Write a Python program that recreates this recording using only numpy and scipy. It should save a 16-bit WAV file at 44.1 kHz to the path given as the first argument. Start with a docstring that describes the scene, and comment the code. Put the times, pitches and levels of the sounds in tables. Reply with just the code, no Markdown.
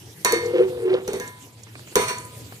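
"""Close by, a spoon knocks the wall of a steel pot of thick food, and the wall rings; between the knocks
it drags along the bottom and the loaded pot groans. Behind it the food spits and a flame rumbles.
Knocks are cracks plus decaying modes, groans are sines swayed by random slips, spits and pats are puffs of
noise, the flame is wavering bands of noise, and a low sine hums. Two microphone ports hear it, a few
centimetres apart."""
import sys
import numpy as np
from scipy import signal
from scipy.fft import rfft, irfft, next_fast_len
from scipy.io import wavfile

SR = 44100
rng = np.random.default_rng(int(sys.argv[2]) if len(sys.argv) > 2 else 0)


def wrap_up_sound(samples):
    """Save the sound to the file named by the first command line argument, as 16-bit audio."""
    columns = np.atleast_2d(samples).T
    # keep every value between -1 and 1, then stretch to whole-number steps
    tamed = np.clip(columns, -1, 1)
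    steps = np.round(tamed * 32767).astype(np.int16)
    wavfile.write(sys.argv[1], SR, steps)


N = 114660
T = np.arange(N) / SR

HUM_HZ, HUM_DB = 114.5, -48.5
STOVE_DB = -44   # flame and steady sizzle together

SPIT_HALF_WIDTH_HZ, SPIT_LOSS_DB, SPIT_S = 1200, -5, .007
PAT_T60_S = 0.025

LOW_WIDTH_HZ, UPPER_WIDTH_HZ = 37, 50   # how fast the slips sway each groan
SIDE_HZ, SIDE_DB = -41, -7   # a weaker neighbour rides beside the upper groan
SLIPS_PER_S = 1400
GRIT_HZ, GRIT_DB, GRIT_FOLLOWS = 960, -21.5, 0.75   # FOLLOWS: dB gained per dB of drag force
RASP_DB, RASP_FOLLOWS = -16.5, 1.26   # bright grain, growing faster than the force

CRACK_HZ, CRACK_T60_S = 6500, .012
BLOOM_S = 0.005   # the clear modes swell up after the blow
LESSER_MODES, THICKET_DB = 550, -30
APART = 1   # how differently the two ports hear each lesser mode
SLIDE_DB = -5.5   # the spoon slides on after a knock and keeps feeding the crowd
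BOTTOM_T60_S = .24
PUFF_HZ, PUFF_DB, PUFF_T60_S = 830, -8.5, 0.29   # broad dull part of each thud

LAG_S, ROOM_DB, ROOM_T60_S = 0.00018, -7.5, 0.042
CEILING, CUTOFF_HZ = .85, 16400


def amp(db):
    """Amplitude factor of a level in dB."""
    return 10 ** (np.asarray(db) / 20)


def unit(x):
    """Scale to rms 1."""
    return x / np.sqrt(np.mean(x ** 2) + 1e-20)


def in_time(rows):
    """Join the rows of a table by straight lines; one curve per column after the time."""
    s, *columns = np.transpose(rows)
    return [np.interp(T, s, column) for column in columns]


def at_hz(points, hz):
    """Read a table of (frequency, value) along a logarithmic frequency axis."""
    points = np.array(points)
    return np.interp(np.log(hz), np.log(points[:, 0]), points[:, 1])


def drift(rate_hz):
    """Slow chance of spread 1: low-passed noise made at every 40th sample."""
    r = np.exp(-80 * np.pi * rate_hz / SR)
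    rough = rng.standard_normal(N // 40 + 2002)
    slow = signal.lfilter([1], [1, -2 * r, r * r], rough)[2000:]   # drop the run-in
    return np.interp(np.arange(N) / 40, np.arange(len(slow)), unit(slow))


def add(out, s, x):
    """Mix x into out from time s."""
    i = int(s * SR)
    out[..., i:i + x.shape[-1]] += x[..., :N - i]


def band(x, low_hz, high_hz):
    """Keep the sound between two frequencies."""
    edges = [max(low_hz, 10), min(high_hz, .45 * SR)]
    return signal.sosfilt(signal.butter(2, edges, "band", fs=SR, output="sos"), x)


def narrow(x, width_hz):
    """Low-pass that turns a rough signal into the sway of a mode; rms 1."""
    r = np.exp(-np.pi * width_hz / SR)
    return unit(signal.lfilter([1], [1, -2 * r, r * r], x))


def modes(hz, t60):
    """One decaying sine per row, with a soft first millisecond."""
    t = T[:2 * SR // 3]
    sines = np.sin(2 * np.pi * np.outer(hz, t))
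    return sines * amp(-60 * t / np.array(t60)[:, None]) * np.minimum(t * 1000, 1)


def low_hum():
    """A sine wavering slowly in level and phase."""
    level = amp(HUM_DB + 2.2 * drift(7.7))
    return level * np.sin(2 * np.pi * HUM_HZ * T + drift(5.5))


def flame(patchy_db):
    """Rumble of the flame and steady sizzle: third-octave bands of stereo noise, each flickering; rms 1."""
    # noise density: (frequency [Hz], relative level per Hz [dB])
    spectrum = [(25, -40), (60, -67), (90, -9.5), (114, -5), (150, -12), (250, -15.5), (400, -18),
                (700, -27), (1500, -30), (3000, -27.5), (6300, -32), (7200, -30.5), (8600, -30.5),
                (11000, -31.5), (16000, -42)]
    # how alike the two ports hear the noise: (frequency [Hz], left-right likeness [-1 to 1])
    likeness = [(130, 0.97), (600, 0.65), (1500, -0.21), (15000, 0.46)]
    out, together = 0, drift(4.0)
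    edges = 25 * 2 ** np.arange(0, 9.5, 1 / 3)
    white = rng.standard_normal((2, 2, N))
    for k, (low, high) in enumerate(zip(edges, edges[1:])):
        hz = np.sqrt(low * high)
        if spectrum[0][0] < hz < spectrum[-1][0]:
            mid, side = band(white[k % 2], low, high)
            alike = np.clip(at_hz(likeness, hz), -1, 1)
            flicker_db = patchy_db * (0.79 * together + drift(10.7))
            gain = amp(at_hz(spectrum, hz) + flicker_db)
            out = out + gain * (np.sqrt(1 + alike) * mid + np.sqrt(1 - alike) * side * [[1], [-1]])
    return unit(out)


def food():
    """Soft pats of the spoon are dull decaying noise; spits of hot fat are short bright puffs."""
    # pats on the food: (time [s], level at the start [dB])
    pats = [(1.669, -41), (1.754, -35), (1.793, -41), (1.874, -39), (1.925, -38), (2.523, -34)]
    # spits: (time [s], level before SPIT_LOSS_DB [dB], centre frequency [Hz])
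    spits = [(0.459, -33.5, 6350), (0.9387, -28, 3260), (1.277, -30, 7600), (1.6333, -34, 6880),
             (2.1828, -27.5, 7500), (2.2493, -32, 8400)]
    out = np.zeros(N)
    for s, db in pats:
        thump = unit(band(rng.standard_normal(2000), 210, 2080))
        add(out, s, amp(db - 60 * T[:2000] / PAT_T60_S) * thump)
    t = T[:4000] / SPIT_S
    swell = np.sqrt(np.minimum(8 * t, 1)) * np.exp(-t ** 2)
    for s, db, hz in spits:
        puff = unit(band(rng.standard_normal(4000), hz - SPIT_HALF_WIDTH_HZ, hz + SPIT_HALF_WIDTH_HZ))
        add(out, s, amp(db + SPIT_LOSS_DB) * puff * swell)
    return out


def groan(slips, hz, width_hz, steady):
    """A low mode kept swaying by the slips in level and phase, around a steady part; rms 1."""
    phase = 2 * np.pi * np.cumsum(hz) / SR
    in_step = (steady + narrow(slips[0], width_hz)) * np.cos(phase)
    across = narrow(slips[1], width_hz) * np.sin(phase)
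    return unit(in_step + across)


def drag():
    """Dense uneven slips keep the low modes swaying and leave a dull grit and a bright rasp around them."""
    # force of the drag: (time [s], low groan level [dB], upper groan level [dB])
    force = [(.3, -33.5, -68), (.335, -33.5, -19.5), (.372, -28.5, -34), (.43, -42, -29.5),
             (.53, -32, -28.5), (.545, -20, -19), (.616, -18.5, -17), (.645, -23.5, -42), (.69, -29, -36),
             (.73, -38, -33), (.814, -34, -30.5), (.86, -23.5, -26.5), (.924, -16.5, -47),
             (.944, -16.5, -15.5), (.96, -18.5, -26), (.99, -25.5, -41), (1.074, -43.5, -42),
             (1.082, -32, -42), (1.126, -50, -37), (1.15, -28.5, -33.5), (1.195, -35.5, -55),
             (1.32, -53.5, -57)]
    # the load bends the groans: (time [s], low groan [Hz], upper groan [Hz])
    bend = [(.3, 343.8, 465), (.5, 355.9, 480), (.56, 352.5, 506.8), (.65, 383.7, 480.6), (.72, 358.2, 505),
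            (.92, 376, 435), (.94, 373, 500), (1.3, 390.8, 481.2)]
    low_db, upper_db = in_time(force)
    low_hz, upper_hz = in_time(bend)
    fade_in = np.clip((T - force[0][0]) * 100, 0, 1)
    fade_out = np.clip(1 + (force[-1][0] - T) * 10, 0, 1)
    slips = (rng.random((2, N)) < SLIPS_PER_S / SR) * rng.standard_normal((2, N))
    low = groan(slips, low_hz, LOW_WIDTH_HZ, steady=2.0)
    upper = groan(slips, upper_hz, UPPER_WIDTH_HZ, steady=2.5)
    upper = upper + amp(SIDE_DB) * groan(slips, upper_hz + SIDE_HZ, UPPER_WIDTH_HZ, steady=1.5)
    grit = unit(band(slips[0], 110, GRIT_HZ))
    rasp = unit(band(slips[1], 1350, 2930))
    force_db = np.maximum(low_db, upper_db)
    groans = amp(low_db) * low + amp(upper_db) * upper
    grain = amp(GRIT_DB + GRIT_FOLLOWS * force_db) * grit + amp(RASP_DB + RASP_FOLLOWS * force_db) * rasp
    return fade_in * fade_out * (groans + grain)


def knocks():
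    """Each knock is a bright crack that sets the clear modes, a crowd of lesser ones and the bottom ringing."""
    # blows: (time [s], crack and crowd level [dB], ring of the wall [dB],
    #         thud of the loaded bottom [dB], slide after the blow [s])
    blows = [(0.2473, -4, -20.5, -27.5, 0.098), (0.322, -10.5, -26, -24, 0.024),
             (1.0774, -21.5, -67, -25, 0.0096), (1.132, -23, -60, -26.5, 0.031),
             (1.1987, -23, -39, -32.5, 0.093), (1.9552, -4.5, -19.5, -16, 0.13),
             (2.0992, -49, -29.5, -35, 0.0092)]
    # where each blow lands: (0 rim, 1 high on the wall, 2 low on the wall)
    spots = [0, 0, 0, 0, 1, 2, 2]
    # clear modes of the wall: (frequency [Hz], t60 [s],
    #         level when struck at the rim [dB], high on the wall [dB], low on the wall [dB])
    wall = np.array([(985, .45, 2, -18, 0), (998, .85, -9, 2, -6), (1091, .4, -5, -25, -25),
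                     (1239, 1.0, -20, -30, -12), (1660, .4, -12, 5, -15), (1716, .4, -14, -20, -13),
                     (1823, .5, -3, 2, -28), (2115, .55, -3, 1, -12), (2249, .35, -10, -12, -13)])
    # crowd of lesser modes: (frequency [Hz], relative level [dB])
    thicket = [(600, -6), (1300, -4.5), (2200, -0.5), (3300, -12.5), (3750, 0.5), (4050, -12), (4400, 1),
               (4800, -27), (5300, -8.5), (6150, -1.5), (7200, -12.5), (8600, -1), (11000, -20),
               (16000, -14)]
    # decay of the crowd before each mode's random spread: (frequency [Hz], t60 [s])
    thicket_t60 = [(600, 0.26), (3000, 0.24), (16000, 0.12)]
    # modes of the loaded bottom: (frequency [Hz], relative level [dB])
    bottom = np.array([(55, -19), (165, -15.5), (222, -10.5), (314, -11.5), (393, 1), (426, 1), (460, -2),
                       (499, -0.5)])

    out = np.zeros((2, N))
    clear = modes(wall[:, 0], wall[:, 1])
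    clear = clear * (1 - np.exp(-T[:clear.shape[1]] / BLOOM_S))
    low = modes(bottom[:, 0], np.full(len(bottom), BOTTOM_T60_S))
    signs = (-1) ** np.arange(len(bottom))
    places = (np.arange(LESSER_MODES) + rng.random(LESSER_MODES)) / LESSER_MODES
    crowd_hz = 600 + 15400 * places ** 1.3
    crowd = modes(crowd_hz, at_hz(thicket_t60, crowd_hz) * rng.uniform(0.85, 2.15, LESSER_MODES))
    t = T[:SR // 5]
    for (s, peak_db, ring_db, thud_db, slide_s), spot in zip(blows, spots):
        noise = rng.standard_normal((4, len(t)))
        shares = rng.uniform(-0.69, 1, (3, LESSER_MODES))   # one common, then one for each port

        rub = noise[1] ** 3 * amp(5.2 * drift(35.0)[:len(t)]) * (t < slide_s)   # cubed: uneven
        push = amp(SLIDE_DB) * rub / np.sqrt(SR) + (t == 0)   # the blow itself, then the slide
        crowd_gain = amp(peak_db + THICKET_DB + at_hz(thicket, crowd_hz))
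        lesser = (crowd_gain * (shares[0] + APART * shares[1:])) @ crowd
        add(out, s, signal.fftconvolve(lesser, push[None]))

        add(out, s, amp(ring_db + wall[:, 2 + spot]) @ clear)

        add(out, s, (amp(thud_db + bottom[:, 1]) * signs) @ low)
        puff = unit(band(noise[2] + .5 * noise[2:], 190, PUFF_HZ))
        add(out, s, amp(thud_db + PUFF_DB - 60 * t / PUFF_T60_S) * puff)

        crack = unit(band(noise[0], 1200, 16500))
        crack = crack + .5 * unit(band(noise[0], CRACK_HZ - 600, CRACK_HZ + 600))
        add(out, s, amp(peak_db - 60 * t / CRACK_T60_S) * crack * np.minimum(t * 1000, 1))
    return out


def ports(x):
    """Both ports hear the pot, the left a little later, plus the room, which reaches them in opposite sense."""
    size = next_fast_len(N + SR)
    hz = np.maximum(np.arange(size // 2 + 1) * SR / size, 1)
    t = T[:SR // 2]
    tail = rng.standard_normal(SR // 2) * [[1], [-1]] * amp(-60 * t / ROOM_T60_S) * (t > .003)
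    tail = tail / np.sqrt((tail ** 2).sum(1, keepdims=True))
    room = amp(ROOM_DB) * rfft(tail, size) * hz / (hz + 700)   # thinner in the bass
    direct = np.array([np.exp(-2j * np.pi * hz * LAG_S), np.ones_like(hz)])
    return irfft(rfft(x, size) * (direct + room), size)[:, :N]


def scene():
    """The pot at the two ports, over the flame and the hum."""
    background = low_hum() + amp(STOVE_DB) * flame(patchy_db=3.36)
    pot = food() + drag() + knocks()
    return background + ports(pot)


def record(dry):
    """Each port has its own colour; peaks are rounded; the top is cut."""
    # colour of the ports: (frequency [Hz], left minus right [dB])
    port_colour = [(800, .5), (1500, -1), (3000, -5), (7000, -4), (10000, 0), (15000, 8)]
    hz = np.maximum(np.arange(N // 2 + 1) * SR / N, 1)
    colour_db = at_hz(port_colour, hz) / 2 * np.array([[1], [-1]])
    coloured = irfft(rfft(dry) * amp(colour_db), N)
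    rounded = CEILING * np.tanh(coloured / CEILING)
    return signal.sosfilt(signal.cheby2(14, 80, CUTOFF_HZ, fs=SR, output="sos"), rounded)


dry = scene()
out = record(dry)
wrap_up_sound(out)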